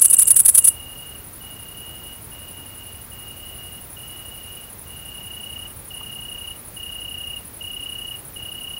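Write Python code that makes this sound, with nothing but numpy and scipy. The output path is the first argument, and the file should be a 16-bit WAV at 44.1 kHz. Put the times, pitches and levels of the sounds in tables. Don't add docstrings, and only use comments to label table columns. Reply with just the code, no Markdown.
import sys
import numpy as np
from scipy import signal
from scipy.fft import rfft, irfft, next_fast_len
from scipy.io import wavfile
from scipy.ndimage import uniform_filter1d, map_coordinates

SR = 44100
rng = np.random.default_rng(int(sys.argv[2]) if len(sys.argv) > 2 else 0)


def file_out(sig):
    cols = np.atleast_2d(sig).T
    lim = np.clip(cols, -1, 1)
    pcm = np.round(lim * 32767).astype(np.int16)
    wavfile.write(sys.argv[1], SR, pcm)


N = 387638
T = np.arange(N) / SR


def amp(db):
    return 10 ** (np.asarray(db) / 20)


def unit(x):
    return x / np.sqrt(np.mean(x ** 2) + 1e-20)


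def wobble(per_s):
    knots = rng.standard_normal(int(N * per_s / SR) + 4)
    return map_coordinates(knots, [T * per_s])


def ring(x, points, modes=()):
    size = 2 * next_fast_len(N // 2 + SR // 4)
    hz = np.fft.rfftfreq(size, 1 / SR) + 1
    f, db = np.transpose(points)
    inside = np.minimum(hz / f[0], f[-1] / hz).clip(None, 1)
    skirt = np.maximum(40 * np.log2(inside), -60)
    db = np.interp(np.log(hz), np.log(f), db) + skirt
    for centre, width, lift in modes:
        db = db + lift / (1 + (2 * (hz - centre) / width) ** 2)
    cepstrum = irfft(np.log(amp(db)))
    cepstrum[1:size // 2] *= 2
    cepstrum[size // 2 + 1:] = 0
    response = np.exp(rfft(cepstrum))
    return irfft(rfft(x, size) * response)[:N]


def since(times):
    midpoints = (times[1:] + times[:-1]) / 2
    index = np.searchsorted(midpoints, T)
    return T - times[index], index


def beats(start, period, tire, count):
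    k = np.arange(count)
    return start + period * k * (1 + tire * (k / k[-1]) ** 2)


def strokes(times, width, edge, scatter_db):
    dt, index = since(times)
    strength = amp(rng.normal(0, scatter_db, len(times)))
    return strength[index] / (1 + np.abs(2 * dt / width) ** edge)


def teeth(per_s, jitter, scatter_db):
    draws = rng.standard_normal((int(2 * per_s * N / SR), 2))
    gaps = np.exp(jitter * draws[:, 0])
    at = (np.cumsum(gaps) * SR / per_s).astype(int)
    snaps = amp(scatter_db * draws[:, 1])
    return unit(np.bincount(at, snaps, N)[:N])


def foliage(x, t60, delay):
    t = np.arange(SR // 2) / SR
    knots = np.linspace(0, T[-1], num=9)
    tails = rng.standard_normal((len(knots), len(t))) * amp(-60 * t / t60) * (t > delay)
    tails /= np.linalg.norm(tails, axis=1, keepdims=True)
    shares = np.sqrt(np.clip(1 - np.abs(T - knots[:, None]) / knots[1], 0, 1))
    return signal.fftconvolve(x * shares, tails, axes=1)[:, :N].sum(0)


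# frequency in Hz, relative density in dB per Hz.
RUMBLE_SPECTRUM = [(22, -16), (40, -3), (68, 0), (100, 0.5), (157, -7), (210, -8.5), (364, -12.5),
                   (700, -15), (1230, -17.5), (2400, -22)]
# frequency in Hz, relative density in dB per Hz.
HISS_SPECTRUM = [(1900, -27.5), (2500, -2), (3500, -3.5), (5000, -6), (7500, -8.5), (16000, -7)]


def night_air():
    rumble_db = -43.5 + 0.3 * wobble(7.4)
    rumble = amp(rumble_db) * unit(ring(rng.standard_normal(N), RUMBLE_SPECTRUM))
    hiss = amp(-51.5) * unit(ring(rng.standard_normal(N), HISS_SPECTRUM))
    return rumble + hiss


# wing strokes per second, mean level in dB.
CONEHEADS = [(86.7, -44.5), (93.2, -48)]
# frequency in Hz, relative response in dB.
CONEHEAD_WING = [(11500, -32), (13100, -19), (13650, -3), (13900, -11), (14400, 1), (15000, -6),
                 (15700, -3.5)]


def coneheads():
    buzz = np.zeros(N)
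    for rate, db in CONEHEADS:
        times = np.arange(rng.random(), T[-1] * rate + 1) / rate
        scrape = teeth(per_s=6000, jitter=.3, scatter_db=2)
        rasp = strokes(times, width=0.0055, edge=4, scatter_db=0.5) * scrape
        rasp = rasp + amp(.8) * foliage(rasp, t60=0.21, delay=.003)
        buzz += amp(db + .15 * wobble(1.42)) * unit(ring(rasp, CONEHEAD_WING))
    return buzz


# frequency in Hz, relative response in dB.
FAR_WING = [(6500, -38), (8000, -22.5), (8850, -11.5), (9350, -1), (9700, 0.5), (10030, -0.5),
            (10400, -2.5), (10900, 0), (11400, -8), (12300, -13), (13500, -20), (16000, -25)]
# frequency in Hz, width in Hz, lift in dB.
FAR_WING_MODES = [(10060, 520, 12.5)]
FAR_START_S, FAR_PERIOD_S, FAR_TIRE = .0045, .08862, .0009
FAR_SECOND_S = .028
FAR_DB, FAR_DRIFT_DB = -43, 0.1


def far_bush_cricket():
    first = beats(FAR_START_S, FAR_PERIOD_S, FAR_TIRE, count=100)
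    second = first + FAR_SECOND_S
    pressure = strokes(first, width=0.013, edge=3.2, scatter_db=0.1)
    pressure = pressure + amp(-0.1) * strokes(second, width=0.012, edge=3.7, scatter_db=0.5)
    rasp = pressure * teeth(per_s=1800, jitter=.25, scatter_db=-1.5)
    direct = unit(ring(rasp, FAR_WING, FAR_WING_MODES))
    short_scatter = foliage(rasp, t60=0.082, delay=0.0022)
    long_scatter = amp(-2.5) * foliage(rasp, t60=0.43, delay=0.0084)
    scattered = unit(ring(short_scatter + long_scatter, FAR_WING))
    return amp(FAR_DB + FAR_DRIFT_DB * wobble(1)) * unit(direct + amp(-0.5) * scattered)


# frequency in Hz, relative response in dB.
NEAR_WING = [(300, -29.5), (1200, -39.5), (3500, -28), (5500, -30.5), (7200, -17), (8400, -2.5),
             (10000, -0.5), (11200, -3), (12300, -5.5), (13500, -14.5), (15500, -17.5)]
# frequency in Hz, width in Hz, lift in dB.
NEAR_WING_MODES = [(9210, 190, 6.1), (9710, 190, 3.4), (10350, 210, 12.4)]
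NEAR_START_S, NEAR_PERIOD_S, NEAR_TIRE = .0228, .0853, .051
NEAR_SECOND_S = .03


def near_bush_cricket():
    first = beats(NEAR_START_S, NEAR_PERIOD_S, NEAR_TIRE, count=8)
    second = first + NEAR_SECOND_S
    pressure = strokes(first, width=0.012, edge=3.5, scatter_db=1.0)
    pressure = pressure + strokes(second, width=0.016, edge=5.7, scatter_db=0.0)
    snaps = teeth(per_s=1450, jitter=.22, scatter_db=5.5)
    rasp = ring(pressure * snaps, NEAR_WING, NEAR_WING_MODES)
    rasp *= amp(-3.0) * np.linalg.norm(pressure) / np.linalg.norm(rasp)
    song = rasp
    for opening in (first - .024, second - .016):
        dt = np.clip(since(opening)[0], -.01, .004)
        squeak_hz = 8000 + 170000 * dt + 380 * wobble(1500)
        rub = strokes(opening, width=0.0042, edge=3.7, scatter_db=5.5) * amp(1.9 * wobble(1100))
        song = song + amp(-21.5) * rub * np.sin(2 * np.pi * np.cumsum(squeak_hz) / SR)
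    short_scatter = amp(-15.5) * foliage(song, t60=0.067, delay=.003)
    long_scatter = amp(-27) * foliage(song, t60=0.2, delay=0.019)
    return song + short_scatter + long_scatter


# first pulse in seconds, last pulse in seconds,
# full level in dB, dB by which it starts softer (negative: louder).
TRILLS = [(0.03, 0.34, -38.5, -2.5), (0.586, 1.156, -36.5, 0.5), (1.415, 2.13, -39.5, 0.5),
          (2.325, 2.955, -41.5, -0.5), (3.125, 3.784, -37.5, 3), (3.975, 4.638, -38, -1),
          (4.872, 5.662, -30, 13), (5.914, 6.514, -29.5, 3), (6.775, 7.371, -27, 3),
          (7.617, 8.149, -27.5, 0.5), (8.369, 8.774, -28, 2)]
TRILL_PERIOD = .0314
SWELL_S = 0.25


def trill_level():
    start, _, full_db, soft_db = np.transpose(TRILLS)
    trill = np.searchsorted(start[1:] - TRILL_PERIOD, T)
    elapsed = np.maximum(T - start[trill], 0)
    return full_db[trill] - soft_db[trill] * np.exp(-elapsed / SWELL_S)


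def tree_cricket():
    times = []
    for start, end, _, _ in TRILLS:
        u = np.linspace(0, 1, round((end - start) / TRILL_PERIOD) + 1)
        times.extend(start + (end - start) * (u - .015 * u * (1 - u)))
    times = np.array(times)
    dt, pulse = since(times)
    dt = np.clip(dt, -TRILL_PERIOD / 2, TRILL_PERIOD / 2)
    pitch_hz = 2872 - 6500 * dt + 8 * wobble(5) + 16 * wobble(400)
    slip = uniform_filter1d(0.74 * rng.standard_normal(len(times))[pulse], size=100)
    phase = 2 * np.pi * np.cumsum(pitch_hz) / SR + slip
    pressure = strokes(times, width=0.016, edge=5.9, scatter_db=.5) * amp(0.95 * wobble(400))
    song = pressure * (np.sin(phase) + amp(-36) * np.sin(2 * phase))
    direct = amp(trill_level()) * song
    near_echo = amp(-21.5) * np.interp(T - .0175, T, direct, left=0)
    far_echo = amp(-46.0) * np.interp(T - .049, T, song, left=0)
    scatter = amp(-43.0) * foliage(song, t60=0.24, delay=0.0093)
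    return direct + near_echo + far_echo + scatter


# start in seconds, pitch in Hz, starting level in dB.
TICKS = [(2.375, 1520, -47.5), (4.97, 1560, -51), (6.008, 1000, -38)]


def twigs():
    t60 = .07
    out = np.zeros(N)
    for s, hz, db in TICKS:
        band = [(0.62 * hz, -3), (hz, 0), (1.2 * hz, -3)]
        knock = unit(ring(rng.standard_normal(N), band))
        out += amp(db - 60 * np.abs(T - s) / t60) * (T > s) * knock
    return out


def scene():
    singers = coneheads() + far_bush_cricket() + near_bush_cricket() + tree_cricket()
    return (night_air() + singers + twigs())[None]


TOP_HZ = 15780


def record(dry):
    top, hardness = .76, 5
    x = dry / (1 + np.abs(dry / top) ** hardness) ** (1 / hardness)
    size = next_fast_len(N + SR // 4)
    passed = np.fft.rfftfreq(size, 1 / SR) < TOP_HZ
    return irfft(rfft(x, size) * passed, size)[:, :N]


dry = scene()
out = record(dry)
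file_out(out)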